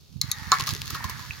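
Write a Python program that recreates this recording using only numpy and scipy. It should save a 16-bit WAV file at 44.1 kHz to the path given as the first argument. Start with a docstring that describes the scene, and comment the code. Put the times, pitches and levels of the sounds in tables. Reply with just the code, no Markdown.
"""Outdoors, at a metal basin of water. A heated glass bottle is lowered in; thermal stress cracks it
twice, then splits it, and each fracture rings the modes of the wall. Trapped air resonates in a gulp.
Water runs in with splashes, ringing bubbles and a sizzling wash, the broken edges tick, and the
bottle's cavity sings faintly. A breeze buffets the microphone, mostly its right port."""
import sys
import numpy as np
from scipy import signal
from scipy.fft import rfft, irfft, next_fast_len
from scipy.io import wavfile
from scipy.ndimage import map_coordinates

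SR = 44100
rng = np.random.default_rng(int(sys.argv[2]) if len(sys.argv) > 2 else 0)


def wav_record(signal):
    """Record a signal, one row per channel, as 16-bit PCM in the file named by sys.argv[1]."""
    frames = np.transpose(np.atleast_2d(signal))
    bounded = np.clip(frames, -1, 1)
    # unit amplitude maps onto the largest positive 16-bit level
    quanta = np.round(bounded * 32767).astype(np.int16)
    wavfile.write(sys.argv[1], SR, quanta)


N = 61739

# fractures: start_s, ring_db, ring_time_share, snap_db, snap_t60_s, left_minus_right_db, thud_db
CRACKS = [(.2142, -13.5, 0.52, -19.5, 0.016, 2.5, -63), (.3150, -20, 1, -16.5, 0.011, 4, -72),
          (.5179, -10, 1, -21, 0.0044, 0, -18)]
# spectrum of a small glass impact: frequency_hz, level_db
TICK_SPECTRUM = [(600, -12.5), (1500, -1.5), (4500, 3.5), (6500, 0), (8500, -13), (11500, -4),
                 (16000, -13.5)]


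def amp(db):
    """Decibels to amplitude ratio."""
    return 10 ** (np.asarray(db) / 20)


def unit(x):
    """Normalisation to rms 1."""
    return x / np.sqrt(np.mean(x ** 2) + 1e-20)


def along(points, hz):
    """Interpolation of (frequency_hz, value) points on a logarithmic frequency axis."""
    frequencies, values = np.transpose(points)
    return np.interp(np.log(hz + 1), np.log(frequencies + 1), values)


def level(points):
    """Amplitude envelope through (time_s, level_db) points."""
    return amp(np.interp(np.arange(N) / SR, *np.transpose(points)))


def since(start_s):
    """Seconds elapsed since an onset, zero before it."""
    return np.maximum(np.arange(N) / SR - start_s, 0)


def fade(t, rise_s, t60_s):
    """Damped envelope: a quick rise, then exponential decay."""
    return (1 - np.exp(-t / rise_s)) * amp(-60 * t / t60_s)


def swell(centre_s, half_s):
    """Gaussian envelope, down to 1/e at half_s from its centre."""
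    return np.exp(-((np.arange(N) / SR - centre_s) / half_s) ** 2)


def wobble(rate_hz):
    """Smooth random modulation with rate_hz knots a second."""
    return map_coordinates(rng.standard_normal(1024), [np.arange(N) * rate_hz / SR], mode="wrap")


def filtered(x, response):
    """Linear filtering: the spectrum of x times a frequency response."""
    size = next_fast_len(N + SR // 2)
    return irfft(rfft(x, size) * response(np.fft.rfftfreq(size, 1 / SR)), size)[..., :N]


def coloured(x, spectrum):
    """Spectral shaping by (frequency_hz, level_db) points, at rms 1."""
    return unit(filtered(x, lambda hz: amp(along(spectrum, hz))))


def spread(pair, correlation):
    """Mid-side mixing gives two independent signals a left-right correlation."""
    angle = np.arccos(correlation) / 2
    mid, side = np.cos(angle) * pair[0], np.sin(angle) * pair[1]
    return np.array([mid + side, mid - side])


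def hiss(spectrum, correlation):
    """Coloured Gaussian noise in stereo."""
    return spread(coloured(rng.standard_normal((2, N)), spectrum), correlation)


def fizz(spectrum, correlation, rate_hz=2500, scatter_db=3.5, pop_share=0.64):
    """Shot noise: dense tiny pops of uneven size on a Gaussian bed."""
    pops = (rng.random((2, N)) < rate_hz / SR) * rng.standard_normal((2, N))
    pops *= amp(scatter_db * rng.standard_normal((2, N)))
    bed = np.sqrt(1 - pop_share) * rng.standard_normal((2, N))
    return spread(coloured(np.sqrt(pop_share) * unit(pops) + bed, spectrum), correlation)


def echo(x, t60_s):
    """Diffuse reverberation: convolution with decaying noise, different in each channel."""
    tail = rng.standard_normal((2, N)) * fade(since(0), .001, t60_s)
    return signal.fftconvolve(x, tail / np.linalg.norm(tail[0]), axes=1)[:, :N]


def still_air():
    """Ambient noise floor: faint, steady and strongest at low frequencies."""
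    # outdoor air: frequency_hz, level_db
    spectrum = [(400, 0), (1500, -20), (16000, -22)]
    return amp(-67) * hiss(spectrum, correlation=0.39)


def wind():
    """Turbulent pressure buffets each port independently; single eddies push on the right one."""
    # buffeting at each port: time_s, level_db
    left_port = [(.74, -58), (.81, -36.5), (.86, -46.5), (1.4, -63)]
    right_port = [(.08, -54), (.17, -35.5), (.35, -46), (.6, -34.5), (.8, -39.5), (1.1, -37.5),
                  (1.4, -44.5)]
    # turbulence: frequency_hz, level_db
    spectrum = [(20, -37), (45, -7.5), (80, 1.5), (140, -1), (220, -10.5), (330, -23.5), (2000, -94)]
    # eddy strikes: time_s, peak_db
    eddies = [(0.164, -22), (0.244, -23), (.29, -24.5), (0.384, -30), (0.424, -27.5), (0.48, -23.5),
              (0.598, -23), (0.628, -23), (0.692, -25), (0.732, -21), (0.936, -20.5), (1.054, -20.5),
              (1.301, -25.5)]
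    left = level(left_port) * coloured(rng.standard_normal(N), spectrum)
    right = level(right_port) * coloured(rng.standard_normal(N), spectrum)
    for time_s, peak_db in eddies:
        push = unit(signal.unit_impulse(N, round(time_s * SR)))
        turbulence = unit(swell(time_s, half_s=0.01) * rng.standard_normal(N))
        eddy = coloured(turbulence - push, spectrum)
        right += amp(peak_db) * eddy / np.abs(eddy).max()
    return np.array([left, right])


def hollow():
    """Cavity resonance: narrow noise bands of the bottle's air swell and glide as it dips and fills."""
    # air modes: centre_s, half_length_s, pitch_hz, level_db, width_hz, glide_hz_per_s
    resonances = [(0.35, 0.11, 1930, -43.5, 190, -900), (0.455, 0.057, 1815, -42, 90, 0),
                  (0.432, 0.1, 875, -48.5, 150, 200), (0.66, 0.12, 2005, -40.5, 35, -2),
                  (1.02, .085, 1815, -40, 70, -400), (1.236, 0.026, 1002, -45, 20, 0)]
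    t, tones = np.arange(N) / SR, np.zeros(N)
    for centre_s, half_s, hz, db, width_hz, glide in resonances:
        phase = 2 * np.pi * (hz * t + glide * (t - centre_s) ** 2 / 2)
        band = unit(wobble(width_hz) * np.sin(phase) + wobble(width_hz) * np.cos(phase))
        tones += amp(db) * swell(centre_s, half_s) * band / np.sqrt(2)
    first_crack_s = CRACKS[0][0]
    return tones * (t > first_crack_s) / np.sqrt(2)


def water():
    """Incoherent sources add in power: a sizzling wash, splashes, their spray and a lower churning."""
    # splashes: start_s, level_db, t60_s, spray_db
    splashes = [(0.522, -28, 0.2, -55), (0.5977, -24.5, 0.06, -48), (0.669, -26.5, 0.15, -24),
                (0.706, -29, 0.046, -52), (0.9026, -52, 0.053, -23.5), (0.946, -26, 0.055, -58),
                (1.041, -28.5, 0.066, -29.5), (1.096, -34.5, 0.08, -25), (1.193, -37, 0.08, -62)]
    # envelopes of the flow: time_s, level_db
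    wash_levels = [(.21, -59.5), (.22, -47), (.55, -45.5), (.72, -43), (.8, -45), (.95, -39.5), (1.02, -47),
                   (1.25, -45), (1.4, -47)]
    churn_levels = [(.21, -101), (.22, -51), (.51, -42.5), (.55, -33), (.68, -44), (.8, -50), (.89, -46.5),
                    (.96, -41), (1.1, -39.5), (1.27, -49.5)]
    # spectra of the flow: frequency_hz, level_db
    wash_spectrum = [(450, -9), (1100, -8), (2000, -12.5), (2700, -4), (4300, 2), (6500, -3), (8600, -17),
                     (11500, -9), (15500, -10)]
    spray_spectrum = [(1500, -4), (6000, 3.5), (9000, -8), (12000, 3)]
    churn_spectrum = [(400, -29), (750, -14), (1150, 0), (1450, -2), (1750, 2), (2150, -1.5), (2600, -13),
                      (4000, -26)]
    splash_gain, spray_gain = np.zeros((2, N))
    for start_s, db, t60_s, spray_db in splashes:
        splash_gain += amp(db) * fade(since(start_s), rise_s=0.00027, t60_s=t60_s)
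        spray_gain += amp(spray_db) * fade(since(start_s), rise_s=0.00017, t60_s=0.036)
    wash = np.hypot(level(wash_levels), splash_gain) * fizz(wash_spectrum, correlation=0.39)
    spray = spray_gain * fizz(spray_spectrum, correlation=0.39)
    churn = level(churn_levels) * fizz(churn_spectrum, correlation=0.36)
    return wash + spray + churn


def bubbles(jitter_rad=0.64, glide_per_t60=0.063):
    """Each bubble is a damped oscillator, unsteady in the moving water and rising a little in pitch."""
    # bubble pulsations: start_s, pitch_hz, level_db, t60_s
    pulsations = [(0.6, 1047, -24, 0.08), (0.678, 1164, -23, 0.045), (0.753, 398, -35.5, 0.03),
                  (0.907, 1280, -31.5, 0.044), (0.95, 1270, -19, 0.018), (0.955, 1088, -29.5, 0.077),
                  (1.006, 926, -28.5, 0.027), (1.043, 1036, -22, 0.058), (1.096, 1004, -28.5, 0.032),
                  (1.194, 1106, -35.5, 0.056), (1.3079, 2515, -15, 0.011)]
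    out = np.zeros(N)
    for start_s, hz, db, t60_s in pulsations:
        t = since(start_s)
        phase = 2 * np.pi * hz * t * (1 + glide_per_t60 * t / t60_s / 2)
        phase += jitter_rad * wobble(rate_hz=195.6)
        out += amp(db) * fade(t, rise_s=0.0005, t60_s=t60_s) * np.sin(phase)
    return out


def crackle(rate_hz=170):
    """Specks of glass settle as sparse random impulses, loudest a little after the split."""
    specks = (rng.random(N) < rate_hz / SR) * rng.standard_normal(N)
    return amp(-44.5) * swell(centre_s=0.7, half_s=0.09) * coloured(specks, TICK_SPECTRUM)


def ticks(grit=0.55):
    """Brief contact is broadband: the broken edges give a sharp pulse, then a trace of scraping."""
    # edge contacts: start_s, peak_db
    contacts = [(.3857, -24), (.5864, -14), (.5972, -13), (.6084, -9), (.6091, -11), (.623, -15),
                (.6389, -15.5), (.6631, -17.5), (.6756, -12), (.6912, -5.5), (.6994, -15), (.7068, -17),
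                (.7375, -13), (.7502, -12.5), (.7655, -22), (.8181, -10.5), (.8584, -19), (.8712, -21),
                (.8788, -17.5)]
    out = np.zeros((2, N))
    for start_s, peak_db in contacts:
        scrape = grit * fade(since(start_s), rise_s=1 / SR, t60_s=0.0019) * rng.standard_normal((2, N))
        pulse = signal.unit_impulse(N, round(start_s * SR))
        tick = coloured(scrape - pulse, TICK_SPECTRUM)
        out += amp(peak_db) * tick / np.abs(tick).max()
    return out


def gulp(start_s=.5183, jitter_rad=.3):
    """Water bursts through the split; the trapped air acts as a spring and rings unsteadily."""
    # trapped-air modes: pitch_hz, relative_db, t60_s
    modes = [(765, -13, 0.071), (1056, 2, 0.065), (1141, 1, 0.099), (1306, 3, 0.063), (1414, -13, 0.17),
             (1642, -14, 0.12), (1747, -14, 0.14), (2235, -24, 0.26)]
    t, out = since(start_s), np.zeros(N)
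    for hz, db, t60_s in modes:
        phase = 2 * np.pi * hz * t + jitter_rad * wobble(rate_hz=195.6)
        out += amp(db) * fade(t, rise_s=0.0034, t60_s=t60_s) * np.sin(phase)
    return amp(-9.5) * out


def driven(start_s, t60_s, rise_s=0.00059, run_s=0.0012):
    """Forced, then free vibration: the envelope builds while a crack runs and decays once it stops."""
    return (1 - np.exp(-since(start_s) / rise_s)) * amp(-60 * since(start_s + run_s) / t60_s)


def cracks(jitter_rad=.5):
    """Fracture releases thermal stress as a snap and a thud, and excites the water-damped wall modes."""
    # wall modes: pitch_hz, t60_s, first_crack_db, second_crack_db, third_crack_db
    wall_modes = [(1214, 0.14, -30.5, -25.5, -27), (2148, 0.26, -28, -27, -26),
                  (3734, 0.037, -15, -3, -9.5), (4157, 0.03, -2.5, -32, -3), (4340, 0.0073, 1, 6, -17),
                  (5160, 0.016, -4.5, -18, -6.5), (6490, 0.048, -13, -1.5, -30),
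                  (6815, 0.0052, -0.5, -5.5, 3.5), (10900, 0.011, -6.5, -2.5, -38)]
    # spectra of the fracture noise: frequency_hz, level_db
    snap_spectrum = [(300, -40), (1000, -39), (2200, 2), (3000, -28), (4200, 0.5), (7000, 2), (8800, -10),
                     (10800, 3), (15000, -1.5)]
    thud_spectrum = [(60, -4), (150, -10), (500, 1.5), (1200, 1.5), (3000, -5), (8000, -15.5)]
    out = np.zeros((2, N))
    for k, (start_s, ring_db, time_share, snap_db, snap_t60_s, pan_db, thud_db) in enumerate(CRACKS):
        ring = np.zeros((2, N))
        for hz, t60_s, *drive_db in wall_modes:
            # water loading makes the phase unsteady
            jitter = jitter_rad * np.array([wobble(rate_hz=400), wobble(rate_hz=400)])
            phase = 2 * np.pi * hz * since(start_s) + jitter
            ring += amp(drive_db[k]) * driven(start_s, t60_s * time_share) * np.sin(phase)
        snap = driven(start_s, snap_t60_s, rise_s=0.00017) * hiss(snap_spectrum, correlation=0.55)
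        thud = driven(start_s, t60_s=0.0097) * hiss(thud_spectrum, correlation=0.96)
        pan = amp([[pan_db / 2], [-pan_db / 2]])
        out += pan * (amp(ring_db) * ring + amp(snap_db) * snap + amp(thud_db) * thud)
    return out


def scene(yard_cutoff_hz=5070, right_lag_s=.00003):
    """Superposition: glass and water, their reflections from basin and yard, the breeze and the air."""
    # level difference between the channels: frequency_hz, left_minus_right_db
    balance = [(700, -0.5), (2400, -1.5), (4400, -3.5), (8000, 3.5), (15000, 2)]
    bright = cracks() + ticks() + crackle() + water()
    basin = amp(-13) * echo(bright, t60_s=0.012)
    near = bright + basin + gulp() + bubbles() + hollow()
    yard = amp(-6.5) * filtered(echo(near, t60_s=0.15), lambda hz: 1 / (1 + (hz / yard_cutoff_hz) ** 2))
    sides = np.array([[.5], [-.5]])

    def direction(hz):
        """Level and time differences place the basin; its sound reaches the left channel first."""
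        return amp(sides * along(balance, hz)) * np.exp(2j * np.pi * hz * sides * right_lag_s)

    return filtered(near + yard, direction) + wind() + still_air()


def record(dry, cutoff_hz=16000):
    """Band limiting: a steep low-pass removes the highest treble."""
    return filtered(dry, lambda hz: 1 / np.sqrt(1 + (hz / cutoff_hz) ** 120))


dry = scene()
out = record(dry)
wav_record(out)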